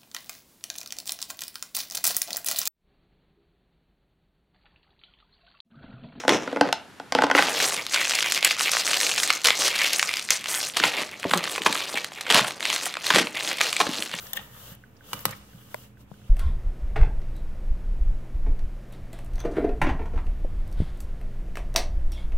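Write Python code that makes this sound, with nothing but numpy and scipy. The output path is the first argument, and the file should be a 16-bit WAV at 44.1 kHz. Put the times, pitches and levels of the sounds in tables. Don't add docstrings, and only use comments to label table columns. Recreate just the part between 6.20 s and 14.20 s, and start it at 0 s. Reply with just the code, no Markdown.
import sys
import numpy as np
from scipy import signal
from scipy.fft import rfft, irfft
from scipy.io import wavfile
from scipy.ndimage import uniform_filter1d

SR = 44100
rng = np.random.default_rng(int(sys.argv[2]) if len(sys.argv) > 2 else 0)


def boost_factor(decibels):
    exponent = np.asarray(decibels, float) / 20
    return 10 ** exponent


def dump(signal):
    limited = np.clip(np.atleast_2d(signal).T, -1, 1)
    pcm = np.round(limited * 32767).astype(np.int16)
    wavfile.write(sys.argv[1], SR, pcm)


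N = 352800

LIFTED_S, PALM_DOWN_S = 1.3, 4.56


def evened(x):
    return x / np.sqrt(np.mean(x ** 2) + 1e-20)


def read(points, hz):
    f, value = np.transpose(points)
    return np.interp(np.log(hz + 1), np.log(f + 1), value)


def band(x, lo_hz, hi_hz):
    sos = signal.butter(2, [lo_hz, min(hi_hz, 0.45 * SR)], "bandpass", fs=SR, output="sos")
    return signal.sosfilt(sos, x)


def causal(points, size=2048):
    gain_db = np.maximum(read(points, abs(np.fft.fftfreq(size, 1 / SR))), -100)
    log_gain = np.log(boost_factor(gain_db))
    minimum_phase = np.exp(np.conj(signal.hilbert(log_gain)))
    return np.fft.ifft(minimum_phase).real[:size // 2]


def ring(modes, detune=1, weight_db=0, rise_s=0.000084):
    hz, db, t60 = np.transpose(modes)
    t = np.arange(SR // 6)[:, None] / SR
    sines = (-1) ** np.arange(len(hz)) * np.sin(2 * np.pi * hz * detune * t)
    decay = boost_factor(db + weight_db - 60 * t / t60)
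    return (decay * sines * (1 - np.exp(-t / rise_s))).sum(1)


def favour(modes, centre_hz, db_per_octave):
    return -db_per_octave * abs(np.log2(np.array(modes)[:, 0] / centre_hz))


def clicks(per_s, spread_db, clump_db, cap):
    drift = evened(uniform_filter1d(rng.standard_normal(N), size=600))
    chance = per_s * boost_factor(clump_db * drift) / SR
    draw, size, sign = rng.random(N), rng.exponential(1, N), rng.choice([-1., 1.], N)
    return sign * boost_factor(spread_db * np.minimum(size, cap)) * (draw < chance)


def add(mix, s, sound):
    part = mix[round(s * SR):][:len(sound)]
    part += sound[:len(part)]


def strokes(rows, rise_db_per_s, fall_db_per_s, rest_db):
    t = np.arange(0, N + 64, 32) / SR
    s, length, first_db, last_db, colour_db = np.transpose(rows)[:, :, None]
    level_db = first_db + (last_db - first_db) * np.clip((t - s) / length, 0, 1)
    level_db = level_db - rise_db_per_s * np.maximum(s - t, 0)
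    level_db = level_db - fall_db_per_s * np.maximum(t - s - length, 0)
    colour_db = uniform_filter1d(colour_db[level_db.argmax(axis=0), 0], size=30)
    level_db = np.maximum(level_db.max(axis=0), rest_db)
    return [np.interp(np.arange(N) / SR, t, v) for v in (level_db, colour_db)]


# start in seconds, length in seconds, first level in dB,
# last level in dB, weight passed into packet and table in dB over the crinkle.
SQUEEZES = [(1.165, 0.2, -23.5, -33.5, -5), (1.34, 0.1, -31.5, -23.5, -5.5), (1.44, 0.16, -25.5, -36, -5.5),
            (1.735, 0.43, -29.5, -31, -13.5), (2.255, 0.032, -26, -26.5, -14.5),
            (2.31, 0.028, -23.5, -46, -23), (2.365, 0.06, -37.5, -28.5, -19),
            (2.41, 0.19, -28.5, -28, -15.5), (2.66, 0.49, -28.5, -33.5, -11), (3.247, 0.038, -41, -26, -19),
            (3.34, 0.13, -34, -24.5, -10), (3.565, 0.11, -26, -27, -15), (3.74, 0.29, -28.5, -39, -14),
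            (4.102, 0.015, -37, -26.5, -21), (4.29, 0.16, -32, -30.5, -15), (4.567, 0.099, -33.5, -28, -13),
            (4.72, 0.093, -35, -32, -5), (5.1, 0.252, -36.5, -35, -6), (5.46, 0.27, -31.5, -37.5, -8.5),
            (5.72, 0.063, -35.5, -30.5, -7.5), (6.099, 0.19, -33.5, -36.5, -4.5),
            (6.4, 0.037, -42.5, -38.5, -2), (6.45, 0.095, -35.5, -26.5, -11.5),
            (6.55, 0.12, -33.5, -32.5, -12), (6.86, 0.15, -29.5, -33, -12.5), (7.16, 0.15, -34, -30.5, -8),
            (7.407, 0.19, -28.5, -35, -11.5), (7.61, 0.24, -37, -34.5, -8), (7.93, 0.1, -39, -35.5, -11)]
GRIP_RISE_DB_PER_S, GRIP_FALL_DB_PER_S = 358, 201
HELD_DB = -46.5
BRIGHT_AT_PICKUP_DB, BRIGHT_IN_HAND_DB, BRIGHT_UNDER_PALM_DB = -25, -6.5, -14.5
BRIGHT_PER_DB = -0.12


def grip():
    t = np.arange(N) / SR
    level_db, weight_db = strokes(SQUEEZES, GRIP_RISE_DB_PER_S, GRIP_FALL_DB_PER_S, HELD_DB)
    first_s, first_db = SQUEEZES[0][0], SQUEEZES[0][2]
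    places = [t < LIFTED_S, t < PALM_DOWN_S]
    bright_db = np.select(places, [BRIGHT_AT_PICKUP_DB, BRIGHT_IN_HAND_DB], BRIGHT_UNDER_PALM_DB)
    bright_db = uniform_filter1d(bright_db, size=4000) + BRIGHT_PER_DB * (level_db - first_db)
    level_db = level_db - GRIP_RISE_DB_PER_S * np.maximum(first_s - t, 0)
    return level_db, bright_db, weight_db


# frequency in Hz, relative level in dB per Hz.
FILM = [(180, -3), (300, -4), (565, 14), (930, 9), (1120, 12), (2140, 14), (7570, 6.5), (14200, -3),
        (16000, -10)]
POPS_PER_S, BUSIER_PER_DB, FIRM_DB = 600, 0.5, -33.5
AIR_DB, AIR_PER_BRIGHT = -4.5, 0.34


def crinkle(count=48):
    level_db, bright_db, weight_db = grip()
    busier = boost_factor(BUSIER_PER_DB * (np.maximum(level_db, HELD_DB) - FIRM_DB))
    pops = clicks(per_s=POPS_PER_S * busier, spread_db=2.0, clump_db=3, cap=3.3) / np.sqrt(busier)
    drift = uniform_filter1d(rng.standard_normal(N), size=2000)
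    fold = evened(uniform_filter1d(drift, size=2000))
    place = np.clip(0.5 + 0.25 * fold + 0.15 * rng.standard_normal(N), 0, 0.99)
    facet = (count * place).astype(int)
    film = np.zeros(N)
    for k, hz in enumerate(np.geomspace(2000, 9000, count)):
        flutter = rng.standard_normal(200) * boost_factor(-60 * np.arange(200) / SR / 0.011)
        flutter[0] += 1.5
        click = evened(flutter) + 0.9 * evened(band(flutter, 0.75 * hz, 1.6 * hz))
        at = np.flatnonzero(pops * (facet == k))
        spots = (at[:, None] + np.arange(200)) % N
        film += np.bincount(spots.ravel(), np.outer(pops[at], click).ravel(), N)
    film = signal.oaconvolve(film, causal(FILM))[:N]
    middle = evened(band(film, 700, 5000))
    top = boost_factor(bright_db) * evened(band(film, 5000, 9000))
    air = boost_factor(AIR_DB + AIR_PER_BRIGHT * bright_db) * evened(band(film, 9000, 18000))
    paper = evened(band(pops, 300, 900))
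    thud = paper + 0.26 * evened(signal.oaconvolve(pops, ring(TABLE))[:N])
    return boost_factor(level_db) * (middle - top + air - boost_factor(weight_db) * evened(thud))


SMALL_SNAPS, SMALL_HZ = 520, (1600, 7700)
SMALL_OVER_DB, SMALL_SPREAD_DB = 9.5, 3.5
SMALL_T60_S = (0.0018, 0.0068)


def small_snaps():
    when, size, pitch = rng.random((SMALL_SNAPS, 3)).T
    s = LIFTED_S + when * (N / SR - LIFTED_S)
    level_db = grip()[0][(s * SR).astype(int)]
    db = level_db + SMALL_OVER_DB - SMALL_SPREAD_DB * np.log(np.maximum(size, 0.05))
    t60 = SMALL_T60_S[1] + (SMALL_T60_S[0] - SMALL_T60_S[1]) * pitch
    hz = SMALL_HZ[0] * (SMALL_HZ[1] / SMALL_HZ[0]) ** pitch
    return list(zip(s, db, hz, t60))


# start in seconds, peak in dB before
# the bass is taken off, centre in Hz, time to die by 60 dB in seconds.
SNAPS = [(1.224, -2.5, 1370, 0.0028), (1.285, -9, 825, 0.0034), (1.3445, -16, 910, 0.016),
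         (1.4163, -12, 3430, 0.01), (1.493, -15, 3180, 0.012), (1.565, -15, 3700, 0.0089),
         (1.666, -12, 3450, 0.0034), (1.723, -16, 5470, 0.007), (1.7346, -10, 3240, 0.016),
         (1.742, -6, 3000, 0.027), (1.758, -8.5, 2360, 0.036), (1.8192, -20, 1940, 0.008),
         (1.8517, -10, 2570, 0.008), (1.8952, -6.5, 6100, 0.0092), (1.9188, -9.5, 2440, 0.0055),
         (1.952, -8, 5270, 0.011), (1.9882, -5, 2150, 0.0048), (2.006, -8, 2720, 0.0081),
         (2.0255, -5.5, 2980, 0.01), (2.06, -11, 2770, 0.0091), (2.1218, -3, 6200, 0.0037),
         (2.147, -9, 5700, 0.005), (2.16, -13, 4780, 0.006), (2.176, -10.5, 3990, 0.0075),
         (2.2277, -2.5, 2070, 0.0028), (2.247, 5, 6800, 0.01), (2.309, -5.5, 2130, 0.01),
         (2.366, -24, 2000, 0.0051), (2.376, -21, 2100, 0.008), (2.3853, -15, 1860, 0.0076),
         (2.395, -8.5, 3040, 0.005), (2.402, -17, 2700, 0.005), (2.4086, -8, 2640, 0.0065),
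         (2.417, -18, 6000, 0.005), (2.425, -18, 5500, 0.0072), (2.446, -29, 4170, 0.006),
         (2.517, -7, 6560, 0.0061), (2.5345, -8.5, 2040, 0.006), (2.5684, -7, 2560, 0.0058),
         (2.6664, -6.5, 4700, 0.0086), (2.677, -4, 2900, 0.0039), (2.707, -11, 3330, 0.0042),
         (2.732, -6.5, 3050, 0.011), (2.7436, -7, 2560, 0.0038), (2.7664, -14, 3810, 0.0081),
         (2.802, -6.5, 5500, 0.011), (2.8129, -5, 3630, 0.0037), (2.831, -8, 2920, 0.0082),
         (2.8662, -5.5, 3400, 0.0076), (2.892, -8.5, 3470, 0.014), (2.914, -10.5, 2300, 0.0089),
         (2.919, -9.5, 3000, 0.0056), (2.938, -13, 4840, 0.0095), (2.946, -17, 8000, 0.006),
         (2.9777, -9.5, 2850, 0.026), (2.986, -15, 5500, 0.0093), (2.9999, -8, 2670, 0.006),
         (3.0318, -6.5, 4940, 0.027), (3.0755, -9, 6000, 0.0033), (3.084, -16, 4250, 0.0052),
         (3.103, 0.5, 2220, 0.011), (3.1275, -10, 4530, 0.0024), (3.135, -10.5, 2960, 0.0049),
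         (3.2167, -22, 5430, 0.012), (3.244, -8, 6510, 0.0083), (3.2487, 0.5, 3580, 0.004),
         (3.255, -1.5, 3630, 0.022), (3.2704, -1, 4700, 0.008), (3.2733, -6, 1460, 0.0071),
         (3.285, -2.5, 1740, 0.009), (3.3046, 0.5, 1610, 0.0057), (3.42, -8, 3000, 0.0058),
         (3.4788, -7.5, 3870, 0.021), (3.528, -14.5, 2240, 0.0055), (3.5425, -24, 2220, 0.0081),
         (3.562, -24, 2390, 0.0059), (3.574, -22, 2000, 0.015), (3.6145, -9.5, 2250, 0.024),
         (3.669, -15, 3260, 0.019), (3.7325, -5, 6000, 0.0057), (3.795, -2, 2300, 0.0072),
         (3.8278, -3, 2370, 0.0047), (3.891, -10.5, 2480, 0.01), (3.9387, -7.5, 2620, 0.0058),
         (3.9696, -9, 4530, 0.0066), (3.994, -15, 3170, 0.011), (4.0884, -15.5, 1820, 0.0053),
         (4.105, 2, 5350, 0.015), (4.241, -20, 2910, 0.011), (4.258, -12.5, 2300, 0.0094),
         (4.348, -9.5, 4850, 0.012), (4.569, -8.5, 3690, 0.017), (4.5996, -6.5, 1470, 0.0094),
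         (4.6367, -0.5, 1120, 0.018), (4.6678, -17, 1380, 0.0063), (4.891, -25, 2440, 0.0057),
         (4.966, -41, 2500, 0.005), (4.9997, -29, 3800, 0.0035), (5.03, -16.5, 1760, 0.0075),
         (5.041, -15, 1000, 0.016), (5.1115, -8, 1310, 0.011), (5.1352, 1.5, 1500, 0.016),
         (5.175, -7.5, 4200, 0.0046), (5.182, -23, 2980, 0.006), (5.24, -11.5, 2930, 0.0091),
         (5.275, -14.5, 1310, 0.014), (5.296, -15, 2780, 0.0056), (5.315, -21, 8960, 0.0088),
         (5.3593, -12, 2730, 0.01), (5.3789, -15, 866, 0.015), (5.419, -10, 2700, 0.0091),
         (5.434, -20, 2880, 0.015), (5.4608, -1, 1250, 0.027), (5.5258, -10, 3120, 0.015),
         (5.554, -11.5, 1440, 0.012), (5.576, -16, 3300, 0.0091), (5.605, -12, 2810, 0.0037),
         (5.7736, -16.5, 2230, 0.012), (5.845, -11, 4000, 0.0059), (5.9192, -23, 820, 0.0081),
         (6.009, -17.5, 3200, 0.021), (6.0652, -18.5, 1880, 0.024), (6.102, 0.5, 3300, 0.0056),
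         (6.1127, -5, 2310, 0.0072), (6.124, -1.5, 3960, 0.0064), (6.145, 5, 3130, 0.0079),
         (6.1937, -3.5, 1230, 0.0051), (6.245, -13, 1150, 0.021), (6.28, -19, 2760, 0.017),
         (6.307, -17.5, 2390, 0.0096), (6.4056, -21, 2250, 0.0061), (6.427, -14, 2290, 0.0087),
         (6.4532, -6.5, 2440, 0.01), (6.501, -8, 2120, 0.0068), (6.528, -10, 2340, 0.0059),
         (6.562, -10, 2900, 0.0061), (6.6638, -19, 1330, 0.022), (6.7398, -15.5, 2760, 0.0076),
         (6.7538, -18, 1600, 0.0031), (6.769, -12, 1600, 0.0084), (6.8661, -8, 3530, 0.012),
         (6.9032, -1, 1500, 0.021), (6.927, -13, 2500, 0.0058), (6.937, -7.5, 1350, 0.012),
         (6.948, -8, 2670, 0.0055), (6.953, -19, 3480, 0.0029), (6.959, 5.5, 910, 0.0081),
         (6.999, -4.5, 2940, 0.0022), (7.0705, -14, 1280, 0.0075), (7.1708, -13.5, 2200, 0.0085),
         (7.207, -16, 2120, 0.0073), (7.275, -10.5, 2540, 0.0055), (7.313, -12, 2080, 0.0056),
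         (7.385, -19, 3180, 0.0071), (7.407, -8.5, 1550, 0.013), (7.4128, 3.5, 2920, 0.0031),
         (7.467, -16, 2920, 0.0078), (7.528, -8.5, 3260, 0.0088), (7.5648, -8.5, 2770, 0.014),
         (7.6034, -11, 1020, 0.011), (7.6675, -13, 1120, 0.009), (7.735, -17, 2530, 0.007),
         (7.824, -9, 3280, 0.004), (7.9143, -22, 2890, 0.007), (7.9379, -17.5, 1190, 0.012)]


def snaps():
    out, colour, t = np.zeros(N), causal(FILM), np.arange(1600) / SR
    rows = small_snaps() + list(SNAPS)
    for (s, db, hz, t60), noise in zip(rows, rng.standard_normal((len(rows), 1600))):
        burst = noise * boost_factor(-60 * t / t60) * np.minimum(t / (0.083 * t60), 1)
        burst[8] += 0.45 * np.sign(noise[0])
        wide = signal.fftconvolve(burst, colour)[:len(t)]
        wide = band(wide, 0.29 * hz, 4 * hz) + 0.39 * wide
        snap = evened(wide) + 0.5 * evened(band(burst, 0.7 * hz, 1.45 * hz))
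        if s > PALM_DOWN_S:
            snap = snap - 0.49 * band(snap, 4130, 7400)
        add(out, s, boost_factor(db) * snap / abs(snap).max())
    return band(out, 250, 19000)


# start in seconds,
# length in seconds, level in dB before the fade.
CRUNCHES = [(1.17, 0.085, -28.5), (2.68, 0.04, -29), (3.242, 0.076, -22.5), (4.121, 0.018, -24),
            (4.562, 0.029, -19), (4.623, 0.11, -29), (4.798, 0.04, -27.5), (5.457, 0.018, -12.5),
            (6.097, 0.026, -17), (6.13, 0.087, -13.5), (6.938, 0.1, -18), (7.598, 0.026, -14)]


def crunches():
    strength = np.zeros(N)
    for s, length, db in CRUNCHES:
        u = np.linspace(0, 1, round(length * SR))
        add(strength, s, boost_factor(db) * np.minimum(u * length / 0.0083, 1) * (1 - u ** 2.0))
    cracks = clicks(per_s=1300, spread_db=7.0, clump_db=4.0, cap=1.9)
    dull, sharp = evened(band(cracks, 456, 4250)), evened(band(cracks, 6700, 13000))
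    return strength * evened(dull - 0.14 * sharp)


# frequency in Hz, relative level in dB,
# time to die by 60 dB in seconds.
BOX = [(188, -15.5, 0.27), (275.7, 3, 0.14), (496, 11, 0.04), (722, 6.5, 0.016), (878, 0.5, 0.046),
       (1016, 0, 0.028), (1310, 5, 0.016), (1500, 5, 0.026), (2040, 6.5, 0.01), (2670, -1.5, 0.022),
       (3280, -3, 0.017)]
# start in seconds, peak of the ring in dB before the last filter,
# peak of the sharp crack in dB over the ring, weight of the low modes in dB, loudest region in Hz.
KNOCKS = [(0.036, -21, -22, -13, 870), (0.05, -17, -15, -12, 605), (0.08, -1.5, -4, -6.5, 662),
          (0.093, -8.5, 10, -25, 665), (0.276, -15.5, -11, -4, 1310), (0.328, -15, -13, -2, 638),
          (0.361, -12, -15, -3, 1310), (0.37, -11.5, -17, -6, 746), (0.411, 2.5, -6.5, -9.5, 611),
          (0.489, -19, -5, -25, 708), (0.527, -10, 5, -39, 760), (0.799, -20.5, -7.5, -13.5, 784),
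          (0.923, -13, 4.5, -16, 651), (0.95, -3, -3.5, -9, 815), (0.987, -4, -15, -16, 1020),
          (1.021, -3, -7, -17, 930), (1.037, -1, -9, -9, 910), (1.042, -12, 1, -29, 870),
          (1.067, -15.5, -4, -9, 883), (1.1, -8.5, -12, -25, 890), (1.113, -4, -5.5, -17, 2050),
          (1.15, -1.5, -8, -14, 1390), (1.178, -5, -13, -35, 1870), (1.185, -4, -12, -22, 2080),
          (1.191, -4, -14, -16, 1720)]


def knocks():
    out, low = np.zeros(N), np.array(BOX)[:, 0] < 600
    spots = rng.standard_normal((len(KNOCKS), len(BOX)))
    cracks = rng.standard_normal((len(KNOCKS), 800))
    for (s, db, crack_db, boom_db, hz), spot, crack in zip(KNOCKS, spots, cracks):
        weight_db = np.where(low, boom_db, favour(BOX, hz, 6.5) + 2.4 * spot[::-1])
        blow = ring(BOX, 1 + 0.027 * spot, weight_db)
        blow /= abs(blow).max()
        crack = 0.31 * crack * boost_factor(-60 * np.arange(800) / SR / 0.014)
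        crack[0] = 2
        crack = band(crack, 1200, 5200)
        add(blow, 0, boost_factor(crack_db) * crack / abs(crack).max())
        add(out, s, boost_factor(db) * blow)
    return band(out, 150, 18000)


# start in seconds, length in seconds,
# first level of the ring in dB, last level of the ring in dB, hiss in dB over the ring.
RUBS = [(0.0, 0.058, -45.5, -57, 7.5), (0.082, 0.059, -24.5, -19, -6.5), (0.13, 0.25, -32, -43, -6),
        (0.34, 0.14, -51, -32.5, -6), (0.535, 0.06, -64, -68, 5), (0.96, 0.17, -28.5, -38.5, -5.5),
        (1.15, 0.18, -34.5, -45.5, 10)]
RUB_RISE_DB_PER_S, RUB_FALL_DB_PER_S = 2498, 352
UNCLIPPED_S = 0.26


def rub():
    level_db, hiss_db = strokes(RUBS, RUB_RISE_DB_PER_S, RUB_FALL_DB_PER_S, -200)
    slips = clicks(per_s=4000, spread_db=3.0, clump_db=1.5, cap=11.0)
    body = evened(signal.oaconvolve(slips, ring(BOX))[:N]) + 9.1 * evened(band(slips, 190, 690))
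    peeling = np.arange(N) < UNCLIPPED_S * SR
    squeal = 0.6 * peeling * evened(band(slips, 4500, 6100))
    hiss = evened(band(slips, 1050, 3950)) + squeal
    return boost_factor(level_db) * (evened(body) - boost_factor(hiss_db) * evened(hiss))


# frequency in Hz, relative level in dB,
# time to die by 60 dB in seconds.
TABLE = [(127.7, -3.5, 0.28), (178, 6.5, 0.11), (229, 4.5, 0.096), (293, 2.5, 0.18), (351, 11, 0.032),
         (460, 4.5, 0.068), (627, -5.5, 0.17), (850, -5.5, 0.25), (1145, 20, 0.032)]
# start in seconds, peak in dB,
# loudest region in Hz, ring time as a factor.
BUMPS = [(4.601, -27.5, 380, 0.78), (4.636, -21, 610, 0.97), (4.651, -26, 293, 0.92),
         (4.813, -27.5, 580, 0.69), (5.0508, -14.5, 507, 0.22), (5.111, -29, 188, 0.4),
         (5.135, -25, 300, 0.17), (5.405, -29, 453, 1.0), (5.462, -8, 780, 0.49), (5.493, -26, 290, 1.0),
         (5.739, -22.5, 586, 0.24), (6.11, -26, 456, 0.9), (6.14, -20.5, 224, 0.83),
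         (6.165, -12.5, 800, 0.71), (6.206, -25.5, 178, 0.83), (6.905, -21, 650, 0.48),
         (6.937, -21.5, 200, 0.57), (7.14, -35, 424, 0.34), (6.964, -15, 460, 1), (7.003, -21.5, 357, 0.76),
         (7.036, -27.5, 293, 0.69), (7.604, -11, 750, 1), (7.667, -17, 580, 0.14), (7.685, -20, 293, 0.41),
         (7.785, -27.5, 288, 1.0), (7.936, -35, 197, 1.0)]


def bumps():
    out = np.zeros(N)
    spots = rng.standard_normal((len(BUMPS), len(TABLE)))
    for (s, db, hz, ring_factor), spot in zip(BUMPS, spots):
        modes = np.array(TABLE) * [1, 1, ring_factor]
        bump = ring(modes, 1 + 0.035 * spot, favour(TABLE, hz, 10.1), rise_s=0.0016)
        bump = signal.sosfilt(signal.butter(4, 1.52 * hz, fs=SR, output="sos"), bump)
        add(out, s, boost_factor(db) * bump / abs(bump).max())
    return out


# start in seconds, length in seconds,
# level in dB before the swell, first pitch in Hz, last pitch in Hz, tilt in dB per overtone.
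GROANS = [(5.058, 0.038, -36, 192.7, 188, 0), (5.152, 0.042, -26, 200, 160, -3)]


def groans():
    out = np.zeros(N)
    for s, length, db, first_hz, last_hz, tilt_db in GROANS:
        u = np.linspace(0, 1, round(length * SR))
        turns = np.cumsum(first_hz + (last_hz - first_hz) * u) / SR
        tone = sum(boost_factor(tilt_db * k) * np.cos(2 * np.pi * (k + 1) * turns) for k in range(3))
        swell = np.sin(np.pi * u ** 0.55) ** 0.75
        add(out, s, boost_factor(db) * evened(tone) * swell)
    return out


# frequency in Hz, time to die by 60 dB in seconds.
KITCHEN = [(200, 0.36), (1000, 0.35), (4000, 0.27), (12000, 0.08)]


def kitchen(x, count=3):
    taps = np.zeros((2 * count, SR // 2))
    slots = np.arange(120, SR // 2 - 20, 20)
    at = slots + rng.integers(0, 20, (2 * count, len(slots)))
    np.put_along_axis(taps, at, rng.choice([-1., 1.], at.shape), 1)
    hz, t, z = signal.stft(taps, SR, nperseg=256)
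    tail = signal.istft(z * boost_factor(-60 * t / read(KITCHEN, hz)[:, None]), SR, nperseg=256)[1]
    tail = tail.reshape(2, count, -1) / np.linalg.norm(tail[0])
    phase = 3.1 * np.arange(N) / SR + np.arange(count)[:, None] / count
    turn = np.cos(2 * np.pi * phase) * np.sqrt(2 / count)
    wet = signal.oaconvolve((x * turn)[None], tail, axes=2)
    return wet.sum(1)[:, :N]


# frequency in Hz, relative level in dB per Hz.
HUM = [(18, -30), (30, -27), (71, -8), (184, -5.5), (227, -4), (273, -6), (374, -8.5), (499, -14.5),
       (1460, -11), (6000, -25), (11600, -31), (16000, -48)]
HUM_DB = -50


def hum():
    hz = np.fft.rfftfreq(N, 1 / SR)
    common, left, right = irfft(rfft(rng.standard_normal((3, N))) * boost_factor(read(HUM, hz)), N)
    return boost_factor(HUM_DB) * evened(common + 0.51 * np.array([left, right]))


# frequency in Hz, filter gain in dB.
SIDE_DB = [(60, -34), (120, -15), (240, -13.5), (480, -13), (950, -14), (1890, -24.5), (3770, -17.5),
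           (7520, -10.5), (15000, -16.5)]


def scene():
    near = knocks() + rub() + crinkle() + crunches() + snaps() + bumps() + groans()
    wet, other = kitchen(near)
    mid = near + boost_factor(-13.5) * wet
    quarter_turn = signal.hilbert(near).imag
    side = signal.oaconvolve(0.41 * quarter_turn + 0.32 * other, causal(SIDE_DB))[:N]
    return np.array([mid + side, mid - side]) + hum()


def roll_off(x):
    return signal.sosfilt(signal.butter(12, 16840, fs=SR, output="sos"), x)


def record(dry):
    rounded = 0.75 * np.tanh(dry / 0.75)
    thin = signal.sosfilt(signal.butter(3, 65, "highpass", fs=SR, output="sos"), rounded)
    thin = signal.oaconvolve(thin, signal.firwin(255, 16100, fs=SR)[None], "same")
    return roll_off(thin)


dry = scene()
out = record(dry)
dump(out)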